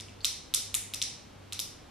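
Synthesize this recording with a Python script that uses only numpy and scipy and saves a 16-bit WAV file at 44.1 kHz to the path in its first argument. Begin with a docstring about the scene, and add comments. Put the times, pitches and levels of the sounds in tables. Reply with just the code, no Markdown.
"""A low hum and faint hiss fill a small, bare, quiet room from the start. Two wooden chopsticks touch
lightly, then are knocked together seven times over a dining table. Each contact excites damped modes
that ring for a few milliseconds. The low modes arrive first, by the direct path; the bright crack
follows mostly by reflection from table and walls, then dies away as reverberation."""
import sys
import numpy as np
from scipy import signal
from scipy.fft import rfft, irfft, next_fast_len
from scipy.io import wavfile

SR = 44100
rng = np.random.default_rng(int(sys.argv[2]) if len(sys.argv) > 2 else 0)


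def dump(signal):
    """Clip the signal to [-1, 1] and save it as 16-bit WAV at the path in sys.argv[1]."""
    limited = np.clip(np.atleast_2d(signal).T, -1, 1)
    pcm = np.round(limited * 32767).astype(np.int16)
    wavfile.write(sys.argv[1], SR, pcm)


N = 83790
TIME = np.arange(N) / SR


def from_db(db):
    """Amplitude ratio: tenfold for every 20 dB."""
    return 10 ** (np.asarray(db) / 20)


def at_hz(points, hz):
    """Interpolation of a table along a logarithmic frequency axis."""
    points = np.array(points)
    return np.interp(np.log(hz + 1e-9), np.log(points[:, 0]), points[:, 1])


def colour(x, points):
    """Zero-phase filtering by a table of frequency in Hz and gain in dB."""
    size = 2 * next_fast_len(x.shape[-1])
    gain = from_db(at_hz(points, np.fft.rfftfreq(size, 1 / SR)))
    return irfft(rfft(x, size) * gain)[..., :x.shape[-1]]


def add(out, x, start_s):
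    """Superposition of a sound on the mix from a given time."""
    start = max(int(start_s * SR), 0)
    out[..., start:start + x.shape[-1]] += x[..., :max(N - start, 0)]


def wavering_tone(hz, waver_rad=0.54, knots=14):
    """Slow random phase modulation of a sine of unit power."""
    wander = np.interp(TIME, np.linspace(0, TIME[-1], knots), rng.standard_normal(knots))
    return np.sqrt(2) * np.sin(2 * np.pi * (hz * TIME + rng.random()) + waver_rad * wander)


def hum(main_hz=97.8, gain_db=-2):
    """Amplitude modulation: a low tone swells and fades over steady ones, alike on both sides."""
    # Each row: time in seconds, relative level of the main tone in dB.
    swell_levels = [(0.0, -52.5), (0.184, -52.5), (0.512, -70.5), (0.57, -64.5), (0.618, -65),
                    (0.64, -51.5), (1.032, -54.5), (1.152, -64), (1.184, -65), (1.406, -53), (1.55, -51.5),
                    (1.9, -67)]
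    # Each row: frequency of a steady tone in Hz, level in dB.
    steady_tones = [(49, -77), (70.5, -65.5), (143, -70), (197, -73)]
    swell = from_db(gain_db + np.interp(TIME, *np.transpose(swell_levels)))
    return swell * wavering_tone(main_hz) + sum(from_db(db) * wavering_tone(hz) for hz, db in steady_tones)


def diffuse_noise(size):
    """A diffuse field: white noise from all sides, its left-right correlation set by frequency."""
    # Each row: frequency in Hz, correlation between left and right.
    coherence = [(60, .99), (110, .95), (200, .5), (380, .12), (700, .1), (1290, .3), (2380, .88),
                 (3400, .72), (5500, .2), (9000, -.4), (15000, -.55)]
    mid, side = rfft(rng.standard_normal((2, size)))
    alike = np.clip(at_hz(coherence, np.fft.rfftfreq(size, 1 / SR)), -1, 1)
    return irfft(np.sqrt((1 + alike) / 2) * mid + np.sqrt((1 - alike) / 2) * side * [[1], [-1]], size)


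def room_floor(level_db=-52.5):
    """Stationary diffuse noise, heard as rumble and faint hiss."""
    # Each row: frequency in Hz, relative spectral density in dB.
    spectrum = [(15, -49), (25, -11), (117, -13), (249, -12.5), (591, -17.5), (659, -20.5), (734, -18),
                (1020, -21), (1370, -23.5), (1840, -26.5), (3250, -27.5), (4740, -31.5), (11900, -40.5),
                (14400, -48.5), (16000, -70.5)]
    noise = colour(diffuse_noise(N), spectrum)
    return from_db(level_db) * noise / np.sqrt(np.mean(noise ** 2))


def stick_modes(tuning, group_dbs, gain_db=10.5, size=4096, stages=3):
    """Modal vibration: an impulse sets heavily damped modes swelling and dying within milliseconds."""
    # Six groups of modes. Each row: nominal frequency in Hz, stage bandwidth in Hz, relative level in dB.
    hollow = [(1150, 526, -17.5)]
    low = [(2510, 1056, -7.5)]
    main = [(3078, 475, -6.5), (3725, 1010, 3)]
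    upper = [(4983, 1570, -5), (5803, 1330, -4)]
    high = [(7075, 2150, -8.5), (8420, 2370, -9.5), (9820, 1520, -5)]
    top = [(11870, 2900, -11), (12640, 570, -10), (13300, 2600, -12.5)]
    impulse = signal.unit_impulse(size) + 1e-18
    out = np.zeros(size)
    for modes, group_db in zip((hollow, low, main, upper, high, top), group_dbs):
        for hz, width_hz, db in modes:
            radius = np.exp(-np.pi * width_hz / SR)
            angle = 2 * np.pi * hz * tuning / SR
            gain = (1 - radius ** 2) / 2
            resonator = [gain, 0, -gain, 1, -2 * radius * np.cos(angle), radius ** 2]
            ring = signal.sosfilt([resonator] * stages, impulse)
            out = from_db(gain_db + group_db + db) * ring - out  # successive modes alternate in sign
    return out


def early_echoes(knock, wander_ms=.1, scatter_start_s=.0062, scatter_length_s=.0042, scatter_db=-5):
    """Reflection and scattering: echoes that shift as the hands move, and a cluster off nearby walls."""
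    # Table, walls and ceiling. Each row: delay in ms, gain in dB, left-right lag in microseconds.
    echoes = [(4.25, -13, 5), (6.35, -7, -10), (7.8, -11, 25), (9.5, -3, 35), (19.5, -17, 20),
              (21.8, -14, -35), (28, -18, 30)]
    # Radiation towards the walls. Each row: frequency in Hz, gain in dB.
    echo_tone = [(1000, -5), (3500, -7), (5500, 1.5), (9000, 2), (14000, -8)]
    size = len(knock)
    hz, t = np.fft.rfftfreq(size, 1 / SR), np.arange(size) / SR
    paths = 0
    for ms, db, lag_us in echoes:
        delay_ms = ms + wander_ms * rng.standard_normal()
        delay_s = delay_ms / 1e3 + lag_us / 2e6 * np.array([[1], [-1]])
        paths = paths + from_db(db) * np.exp(-2j * np.pi * hz * delay_s)
    window = np.exp(-(2 * (t - scatter_start_s) / scatter_length_s - 1) ** 4)
    cluster = from_db(scatter_db) * diffuse_noise(size) * window / np.linalg.norm(window)
    return colour(irfft(rfft(knock) * (paths + rfft(cluster))), echo_tone)


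def room_tail(radiated, gain_db=1.5, onset_db=-3.5, build_up_s=.018, bands=24):
    """Reverberation: thin until the far walls answer, each band decaying exponentially at its own rate."""
    # Each row: frequency in Hz, time to decay by 60 dB in seconds.
    decay_times = [(1000, 0.17), (2500, 0.65), (3200, 0.45), (4100, 0.57), (4800, 0.46), (5800, 0.52),
                   (7000, 0.47), (9500, 0.42), (14000, 0.17)]
    # Each row: frequency in Hz, gain into the reverberant field in dB.
    tail_tone = [(1000, -8), (1700, 12.5), (2400, -8.5), (3200, -6), (3800, -9), (4500, -1), (5500, 0.5),
                 (7000, -2), (9500, -2.5), (12500, -4), (15500, -18)]
    t, hz = np.arange(SR) / SR, np.fft.rfftfreq(SR, 1 / SR)
    centres = np.geomspace(800, 16000, bands)
    noise, tail = rfft(diffuse_noise(SR)), 0
    for centre, share in zip(centres, np.eye(bands)):
        band = irfft(noise * np.interp(hz, centres, share))
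        tail = tail + band * 1e-3 ** (t / at_hz(decay_times, centre))
    tail = tail * from_db(np.interp(t, [0.66 * build_up_s, build_up_s], [onset_db, 0]))
    tail = from_db(gain_db) * tail / np.linalg.norm(tail[0])
    return signal.fftconvolve(colour(radiated, tail_tone)[None], tail, axes=-1)[:, :N]


def chopsticks(touch_direct_db=4.5):
    """Multipath propagation: each impact arrives directly, off nearby surfaces and through the room."""
    # Each row: start in seconds, tuning ratio, gains in dB of the low, main and treble modes.
    touches = [(0.0006, 0.967, -13.5, -18.5, -19.5), (0.0851, 0.712, -42, -25, -34),
               (0.2062, 1.187, -27, -23, -39), (0.2312, 2, -29, -29, -32.5)]
    # The contact point sets the tuning and the share of each group of modes. Each row: start in seconds,
    # tuning ratio, gains in dB of the hollow, low, main, upper, high and top modes and of the direct path.
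    knocks = [(0.2459, 1.022, 1, 1, 1, -2, -1.5, 4.5, 5.5), (0.5391, 1, 3, -1.5, 0, -2, 2.5, 9, 3),
              (0.7428, 0.98, 1.5, -0.5, -6.5, -12.5, 1, 8, 6),
              (0.9373, 1, -5.5, -5, -11.5, -11, -10, -2, 6), (1.0167, 1.013, -5.5, -1, -3, -4, -5, -6, 4.5),
              (1.5238, 1.022, -3, -5, -10, -14, -12, -7.5, 2.5),
              (1.5924, .99, -5, -10, -8, -8, -8, 3.5, 5.5)]
    # Forward radiation. Each row: frequency in Hz, gain in dB.
    direct_tone = [(1000, -10.5), (2200, -7), (3000, -4.5), (3800, -4), (4700, -11), (5500, -14),
                   (8000, -15.5), (14000, -16.5)]
    light_knocks = [(start_s, tuning, low, low, main, treble, treble, treble, touch_direct_db)
                    for start_s, tuning, low, main, treble in touches]
    near, radiated = np.zeros((2, N)), np.zeros(N)
    for start_s, tuning, *group_dbs, direct_db in list(knocks) + light_knocks:
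        knock = stick_modes(tuning, group_dbs)
        direct = from_db(direct_db) * colour(knock, direct_tone)
        add(near, direct + early_echoes(knock), start_s)
        add(radiated, knock, start_s)
    return near + room_tail(radiated)


def scene():
    """Superposition of the chopsticks and the quiet background."""
    return chopsticks() + hum() + room_floor()


def record(dry, cutoff_hz=16000):
    """Band limiting: an elliptic low-pass filter cuts the highest treble steeply."""
    return signal.sosfilt(signal.ellip(10, .1, 80, cutoff_hz, fs=SR, output="sos"), dry)


dry = scene()
out = record(dry)
dump(out)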